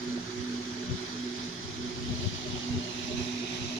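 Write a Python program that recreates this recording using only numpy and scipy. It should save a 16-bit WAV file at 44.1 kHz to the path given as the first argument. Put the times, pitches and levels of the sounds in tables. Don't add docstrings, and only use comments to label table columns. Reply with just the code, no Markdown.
import sys
import numpy as np
from scipy import signal
from scipy.fft import rfft, irfft
from scipy.io import wavfile
from scipy.ndimage import uniform_filter1d

SR = 44100
rng = np.random.default_rng(int(sys.argv[2]) if len(sys.argv) > 2 else 0)


def voltage_ratio(level):
    return 10 ** (np.asarray(level, float) / 20)


def digitize_waveform(pressure):
    field = np.atleast_2d(pressure).T
    bounded = np.clip(field, -1, 1)
    quanta = np.round(bounded * 32767).astype(np.int16)
    wavfile.write(sys.argv[1], SR, quanta)


N = 167139
TURN_S = .6528
TOOTH_HZ = 80 / TURN_S


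def evened(x):
    return x / np.sqrt(np.mean(x ** 2) + 1e-20)


def read(points, hz):
    f, value = np.transpose(points)
    return np.interp(np.log(hz + 1), np.log(f + 1), value)


def shaped(x, points):
    gain = voltage_ratio(read(points, np.fft.rfftfreq(x.shape[-1], 1 / SR)))
    return evened(irfft(rfft(x) * gain, x.shape[-1]))


def drift(t, top_hz):
    rates = top_hz * np.geomspace(.05, 1, num=20)
    return evened(sum(np.sin(2 * np.pi * (f * t + rng.random())) / np.sqrt(f) for f in rates))


def bell(t, centre, width):
    return np.exp(-((t - centre) / width) ** 2 / 2)


# centre_s, length_s, left_db, right_db
GUST_EVENTS = [(0.093, 0.085, -48, -64), (0.188, 0.018, -60, -53), (0.543, 0.16, -78, -59),
               (0.929, 0.093, -29, -63), (0.404, 0.089, -48, -44), (1.785, 0.24, -36, -54),
               (1.86, 0.077, -56, -60), (2.033, 0.22, -40, -39.5), (2.208, 0.3, -34, -50),
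               (2.113, 0.029, -33, -57), (2.264, 0.052, -30.5, -50), (2.356, 0.17, -38.5, -50),
               (2.515, 0.22, -36, -69), (2.707, 0.023, -80.5, -35), (2.761, 0.12, -29.5, -53),
               (2.91, 0.14, -73, -57), (3.042, 0.34, -75, -43.5), (3.17, 0.29, -46.5, -42),
               (3.508, 0.04, -52, -42), (3.635, 0.15, -40.5, -39)]
# pitch_hz, level_db
WIND_COLOUR = [(20, -19), (40, -14), (90, 0), (130, -1), (200, -7.5), (300, -21), (600, -26.5),
               (5000, -110)]


def wind():
    t = np.arange(0, N, 64) / SR
    s, length, *port_dbs = np.transpose(GUST_EVENTS)
    shape = np.exp(-8 * ((t - s[:, None]) / length[:, None]) ** 2)
    ports = []
    for db in port_dbs:
        lumps = voltage_ratio(3.5 * drift(t, 30))
        level = (voltage_ratio(-61.5) + voltage_ratio(db) @ shape) * lumps
        ports.append(np.interp(np.arange(N) / SR, t, level) * shaped(rng.standard_normal(N), WIND_COLOUR))
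    return np.array(ports)


def drops():
    drops_per_s, spread_db, drop_share = 4000, 1, .23
    size = voltage_ratio(spread_db * np.minimum(rng.exponential(1, N), 5)) * (rng.random(N) < drops_per_s / SR)
    kind, out = rng.integers(0, 24, N), np.zeros(N)
    for k, hz in enumerate(np.geomspace(400, 10000, num=24)):
        cycles = np.arange(int(12 * SR / hz)) * hz / SR
        grain = cycles * np.exp(-cycles / 1.7) * np.sin(2 * np.pi * cycles * (1 + .02 * cycles))
        grain = grain * np.sqrt(hz) / np.linalg.norm(grain)
        out += signal.oaconvolve(size * (kind == k), grain)[:N]
    return np.sqrt(drop_share) * evened(out) + np.sqrt(1 - drop_share) * rng.standard_normal(N)


# time_s, spray_db, lobe_scale (ratio), left_lead_ms, facing (0-1)
CAMERA_TURN = [
    (0, -44, 1, 0.57, 0.15),
    (.6, -44, 0.95, 0.59, 0.12),
    (1.299, -43, 0.99, 0.56, 0.37),
    (1.8, -43.5, 0.91, 0.56, 0.43),
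    (2.3, -42, 0.87, 0.52, 0.79),
    (2.7, -42.5, 0.825, 0.525, 0.7),
    (3.2, -42, 0.73, 0.49, 0.95),
    (3.79, -42, 0.72, 0.45, 0.96),
]
# pitch_hz, level_db
LEFT_COLOUR = [(200, 3.5), (700, 3), (1300, -2.5), (6000, -1), (6900, -2.5), (8000, -14.5), (10500, -18),
               (12000, -26), (15000, -33.5)]
RIGHT_COLOUR = [(200, -19), (700, 3), (2200, -2), (5800, 4), (6900, -6.5), (8000, -21.5), (10300, -26),
                (15000, -32)]
# pitch_hz, width_hz, away_db, facing_db, slides (1 = moves with the turn)
LEFT_LOBES = [(750, 115, -5.5, 4.5, 0), (2100, 750, 3.5, 4, 0), (4500, 220, -7, 7, 0),
              (15100, 4200, 2.5, 12, 0)]
RIGHT_LOBES = [(1580, 790, 8, 0.32, 1), (3450, 256, 1, 8, 1), (5310, 330, -4, 9, 1),
               (4140, 1180, 3, 7.3, 1), (8000, 960, -1.5, 3.1, 1)]
# pitch_hz, likeness (0-1)
PORT_LIKENESS = [(300, 0.69), (900, 0.63), (2200, 0.32), (3300, 0.67), (5500, 0.2), (7000, 0.05),
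                 (12000, .1)]
# pitch_hz, lead_rad
BODY_BEND = [(200, 3.5), (700, -1.09), (1100, -1.28), (1400, -1), (2600, -0.44), (3000, 0.59), (6000, 1.5)]


def spray():
    hz, t, z = signal.stft(np.array([drops(), drops()]), SR, nperseg=512, noverlap=384)
    f = hz[:, None]
    s, *columns = np.transpose(CAMERA_TURN)
    db, scale, lead_ms, facing = (np.interp(t, s, c) for c in columns)
    tremble = abs(z[1, 9]) - abs(z[1, 9]).mean()
    scale = scale * (1 + .018 * evened(uniform_filter1d(tremble, size=40)))
    patches = uniform_filter1d(rng.standard_normal(z[0].shape), size=4, axis=0)
    patches = evened(uniform_filter1d(patches, size=14, axis=1))
    flicker_db, swell_db = .5 * drift(t, 40), .35 * drift(t, 4.6)
    field_db = db + 1.3 * patches + flicker_db + swell_db
    same = np.clip(read(PORT_LIKENESS, f), 0, 1)
    left = z[0] * np.exp(2j * np.pi * f * lead_ms / 1000 + 1j * read(BODY_BEND, f))
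    right = same * z[0] + np.sqrt(1 - same ** 2) * z[1]
    ports = [left, right]
    for k, (base, lobes) in enumerate([(LEFT_COLOUR, LEFT_LOBES), (RIGHT_COLOUR, RIGHT_LOBES)]):
        colour_db = read(base, f) + field_db
        for lobe_hz, width, away_db, facing_db, slides in lobes:
            at = lobe_hz * (scale if slides > .5 else 1)
            lobe_db = away_db + (facing_db - away_db) * facing
            colour_db = colour_db + lobe_db * np.exp(-2 * ((f - at) / width) ** 2)
        ports[k] = ports[k] * voltage_ratio(colour_db)
    return signal.istft(np.array(ports), SR, nperseg=512, noverlap=384)[1][:, :N] * voltage_ratio(4.5)


# start_s, pitch_hz, level_db
SLAP_EVENTS = [
    (.118, 520, -41),
    (.176, 650, -37.5),
    (.195, 750, -44),
    (2.093, 785, -44),
    (2.175, 675, -43),
    (2.385, 940, -45),
    (2.575, 654, -39),
    (2.69, 820, -39),
    (3.432, 710, -39),
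]


def slaps():
    t, out = np.arange(SR // 25) / SR, np.zeros(N + SR)
    decay_s = .0014
    for s, hz, db in SLAP_EVENTS:
        at = round(s * SR)
        envelope = np.e * t / decay_s * np.exp(-t / decay_s)
        out[at:at + len(t)] += voltage_ratio(db) * envelope * np.sin(2 * np.pi * hz * t * (1 - 8 * t))
    return out[:N]


# start_s, bite (0-1), hull_db, float_db, frame_db
PADDLE_ENTRIES = [(.02, 0.84, -60, -77, -56.5), (.08, 0.9, -48, -51.5, -55), (.13, 0, -49, -53, -48.5),
                  (.18, 1, -80, -44.5, -48), (.23, 0, -50.5, -44.5, -59), (.28, 0.9, -50, -45.5, -60.5),
                  (.36, 1, -50.5, -57, -77), (.43, 1, -50.5, -52, -90), (.50, 0.4, -53, -53.5, -51.5),
                  (.55, 0.54, -50, -106, -71), (.61, 1, -53.5, -76, -61)]


def entries():
    turns = 6
    rows = np.tile(PADDLE_ENTRIES, (turns, 1))
    turn = np.repeat(np.arange(turns), len(PADDLE_ENTRIES))
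    return rows[:, 0] + turn * TURN_S, rows, 2.5 * rng.standard_normal((len(rows), 4))


# pitch_hz, width_hz
BODY_MODES = [
    (112, 19.45),
    (173, 23.95),
    (420, 29.3),
]
# pitch_hz, level_db
RUMBLE_COLOUR = [(60, -3), (100, -0.5), (200, 8), (300, 10), (420, 6), (480, -18), (700, -41), (5000, -100)]


def thumps(when, rows, chance_db):
    t, out = np.arange(SR // 8) / SR, np.zeros(N + SR)
    early = SR // 4
    for k, (hz, width) in enumerate(BODY_MODES):
        damping = np.pi * width
        ring = np.e * damping * t * np.exp(-damping * t) * np.sin(2 * np.pi * hz * t)
        blows = np.zeros(N + SR)
        blows[(when * SR).astype(int) + early] = np.sqrt(2) * voltage_ratio(rows[:, 2 + k] + chance_db[:, 1 + k])
        out += np.roll(signal.oaconvolve(blows, ring)[:N + SR], -early - int(SR / damping))
    repeating = np.resize(rng.standard_normal(round(TURN_S * SR)), N)
    rumble = voltage_ratio(-48) * shaped(.73 * repeating + .65 * rng.standard_normal(N), RUMBLE_COLOUR)
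    return (out[:N] + rumble) * voltage_ratio(np.array([[-1.2], [1.2]]))


# centre_s, width_s, level_db
WHINE_SWELLS = [
    (.85, 0.057, -55),
    (2.13, 0.017, -50),
    (2.25, 0.02, -50.5),
    (2.469, 0.011, -44),
    (2.86, 0.051, -49.5),
    (3.122, 0.026, -44.5),
    (3.251, 0.033, -52.5),
    (3.72, 0.017, -51),
]


def whine():
    t = np.arange(N) / SR
    level = sum(voltage_ratio(db) * bell(t, s, width) for s, width, db in WHINE_SWELLS)
    phase = 2 * np.pi * 5 * TOOTH_HZ * t
    phase = phase + 2.2 * np.interp(t, t[::64], drift(t[::64], 30))
    pan = voltage_ratio(np.array([[2.2], [-2.2]]))
    return np.sqrt(2) * level * pan * np.sin(phase - np.array([[0], [1.2]]))


# time_s, level_db
LOAD_CYCLE = [(0, -51.5), (.12, -26.5), (.19, -32.5), (.26, -59), (.5, -33), (.58, -34), (.66, -45.5),
              (.82, -40), (1.02, -49), (1.26, -35.5), (1.45, -41.5), (1.58, -62.5), (1.87, -37),
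              (1.942, -63), (2.102, -35), (2.35, -58.5), (2.48, -50.5), (2.578, -46)]
# centre_s, width_s, change_db
TOOTH_SLACK = [
    (.19, .015, -4),
    (.30, .018, -9),
    (.42, .015, -7),
    (.635, .014, -9),
]
# centre_s, width_s, change_db
LOAD_SLIPS = [(.22, 0.0077, -8), (.42, .02, 10), (1.073, 0.023, -15), (1.28, 0.018, 6.5),
              (1.36, 0.025, -13), (1.46, .025, 3), (1.497, .008, -32), (1.745, 0.01, -21),
              (2.421, 0.022, 2), (3.05, .015, -14), (3.13, 0.021, -16), (3.33, 0.062, 5.5),
              (3.47, 0.02, -16), (3.73, 0.012, 5.5)]
# centre_s, width_s, level_db
PADDLE_GRIPS = [(0.032, 0.016, -41), (0.077, 0.017, -39), (0.169, 0.0085, -37), (0.215, 0.0052, -47),
                (0.292, 0.0098, -40), (0.374, 0.054, -40.5), (0.414, 0.015, -41), (0.474, 0.0074, -48),
                (0.499, 0.0039, -38), (0.544, 0.0033, -36), (0.606, 0.012, -40.5), (0.686, 0.02, -45),
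                (0.771, 0.009, -46), (0.823, 0.018, -42), (0.928, 0.018, -39), (0.993, 0.012, -47),
                (1.033, 0.016, -39.5), (1.27, 0.022, -41), (1.332, 0.029, -41.5), (1.379, 0.008, -47),
                (1.489, 0.014, -49), (1.609, 0.012, -51), (1.696, 0.015, -44.5), (1.806, 0.01, -40),
                (1.853, 0.0099, -39.5), (1.923, 0.015, -39), (1.953, 0.0057, -50), (1.99, 0.025, -43.5),
                (2.028, 0.0091, -44), (2.068, 0.0076, -45), (2.13, 0.0056, -42), (2.24, 0.019, -38),
                (2.335, 0.018, -48), (2.395, 0.0092, -49), (2.464, 0.011, -38.5), (2.499, 0.011, -46),
                (2.556, 0.021, -40), (2.664, 0.023, -45.5), (2.779, 0.0092, -38), (2.891, 0.023, -42),
                (2.996, 0.031, -47), (3.12, 0.015, -40), (3.155, 0.057, -43.5), (3.203, 0.01, -36.5),
                (3.285, 0.02, -42), (3.34, 0.0063, -45), (3.377, 0.0041, -41), (3.442, 0.011, -36.5),
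                (3.542, 0.02, -41.5), (3.587, 0.0037, -39.5), (3.647, 0.021, -42.5), (3.764, 0.0064, -46)]
# order, level_db, load_share (ratio), bite_share (ratio), facing_gain_db
MESH_ORDERS = [
    (1, -18.5, 0, 0.63, 8),
    (2, 4.5, 0.51, 0.053, 1.5),
    (3, -2, 0, 0, 0),
    (4, -27, 0.81, 0.075, 0),
    (5, -44.5, 0.24, 0.97, 21),
]
# pitch_hz, balance_db
GEAR_PAN = [(120, -1), (245, -2.5), (370, -7), (610, -3)]


def gearbox(when, rows, chance_db):
    t = np.arange(N) / SR
    coarse = t[::64]
    s, db = np.transpose(LOAD_CYCLE)
    load_db = uniform_filter1d(np.interp(t, s, db, period=4 * TURN_S), size=800)
    load_db = load_db + sum(db * bell(t % TURN_S, s, width) for s, width, db in TOOTH_SLACK)
    load_db = load_db + sum(db * bell(t, s, width) for s, width, db in LOAD_SLIPS)
    s, width, db = np.transpose(PADDLE_GRIPS)[:, :, None]
    grip = np.interp(t, coarse, voltage_ratio(-56) + (voltage_ratio(db) * bell(coarse, s, width)).max(0))
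    bite_depth_db, bite_s = 19, .017
    strength = rows[:, 1] + chance_db[:, 0] / bite_depth_db
    bumps = strength[:, None] * bell(coarse, when[:, None], bite_s)
    bite_db = bite_depth_db * (np.interp(t, coarse, bumps.sum(0)) - .5)
    facing = np.interp(t, *np.transpose(CAMERA_TURN)[::4])
    out = np.zeros((2, N))
    for order, db, load, bite, facing_db in MESH_ORDERS:
        hz = order * TOOTH_HZ
        level = db + load_db.mean() + load * (load_db - load_db.mean()) + bite * bite_db + facing_db * facing
        level = level + 2.5 * bite * np.interp(t, coarse, drift(coarse, 4.6))
        if order == 3:
            level = db + 20 * np.log10(grip)
        wobble = .08 * order ** 2.1 * np.interp(t, coarse, drift(coarse, 26))
        pan = read(GEAR_PAN, hz) / 2
        tone = np.sin(2 * np.pi * (hz * t + rng.random()) + wobble)
        out += np.sqrt(2) * voltage_ratio(level + np.array([[pan], [-pan]])) * tone
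    return out


def scene():
    paddles = entries()
    background = wind() + spray() + slaps()
    return background + thumps(*paddles) + whine() + gearbox(*paddles)


def top_cut(x):
    return signal.sosfilt(signal.butter(12, 15160, fs=SR, output="sos"), x)


# pitch_hz, threshold_db
LEFT_GATE = [(6000, -25), (8000, 0), (10500, 1), (11500, 5), (15000, 6)]
RIGHT_GATE = [(6000, -25), (7300, 3), (8200, 10), (9500, 4), (11700, 7), (15000, 5.5)]


def record(dry):
    hop, lead = 1024, 1224
    n, k = np.arange(2 * hop)[:, None] + .5, np.arange(hop) + .5
    window = np.sin(np.pi * n / (2 * hop))
    basis = np.sqrt(2 / hop) * window * np.cos(np.pi / hop * (n + hop / 2) * k)
    tail = 2 * hop - (N + lead) % hop
    blocks = np.pad(dry, ((0, 0), (lead, tail)), mode="reflect").reshape(2, -1, hop)
    lines = np.concatenate([blocks[:, :-1], blocks[:, 1:]], axis=2) @ basis
    waver_db = np.repeat(2.5 * rng.standard_normal((2, lines.shape[1], 32)), 32, axis=2)
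    mean = uniform_filter1d(uniform_filter1d(abs(lines), size=24, axis=2), size=40, axis=1)
    hz = k * SR / (2 * hop)
    gate_db = np.array([read(LEFT_GATE, hz), read(RIGHT_GATE, hz)])[:, None] + waver_db
    kept = (lines * (abs(lines) > mean * voltage_ratio(gate_db))) @ basis.T
    gated = (kept[:, 1:, :hop] + kept[:, :-1, hop:]).reshape(2, -1)[:, lead - hop:lead - hop + N]
    fade_out = np.minimum(np.arange(N)[::-1] / 150, 1)
    return top_cut(gated * fade_out)


dry = scene()
out = record(dry)
digitize_waveform(out)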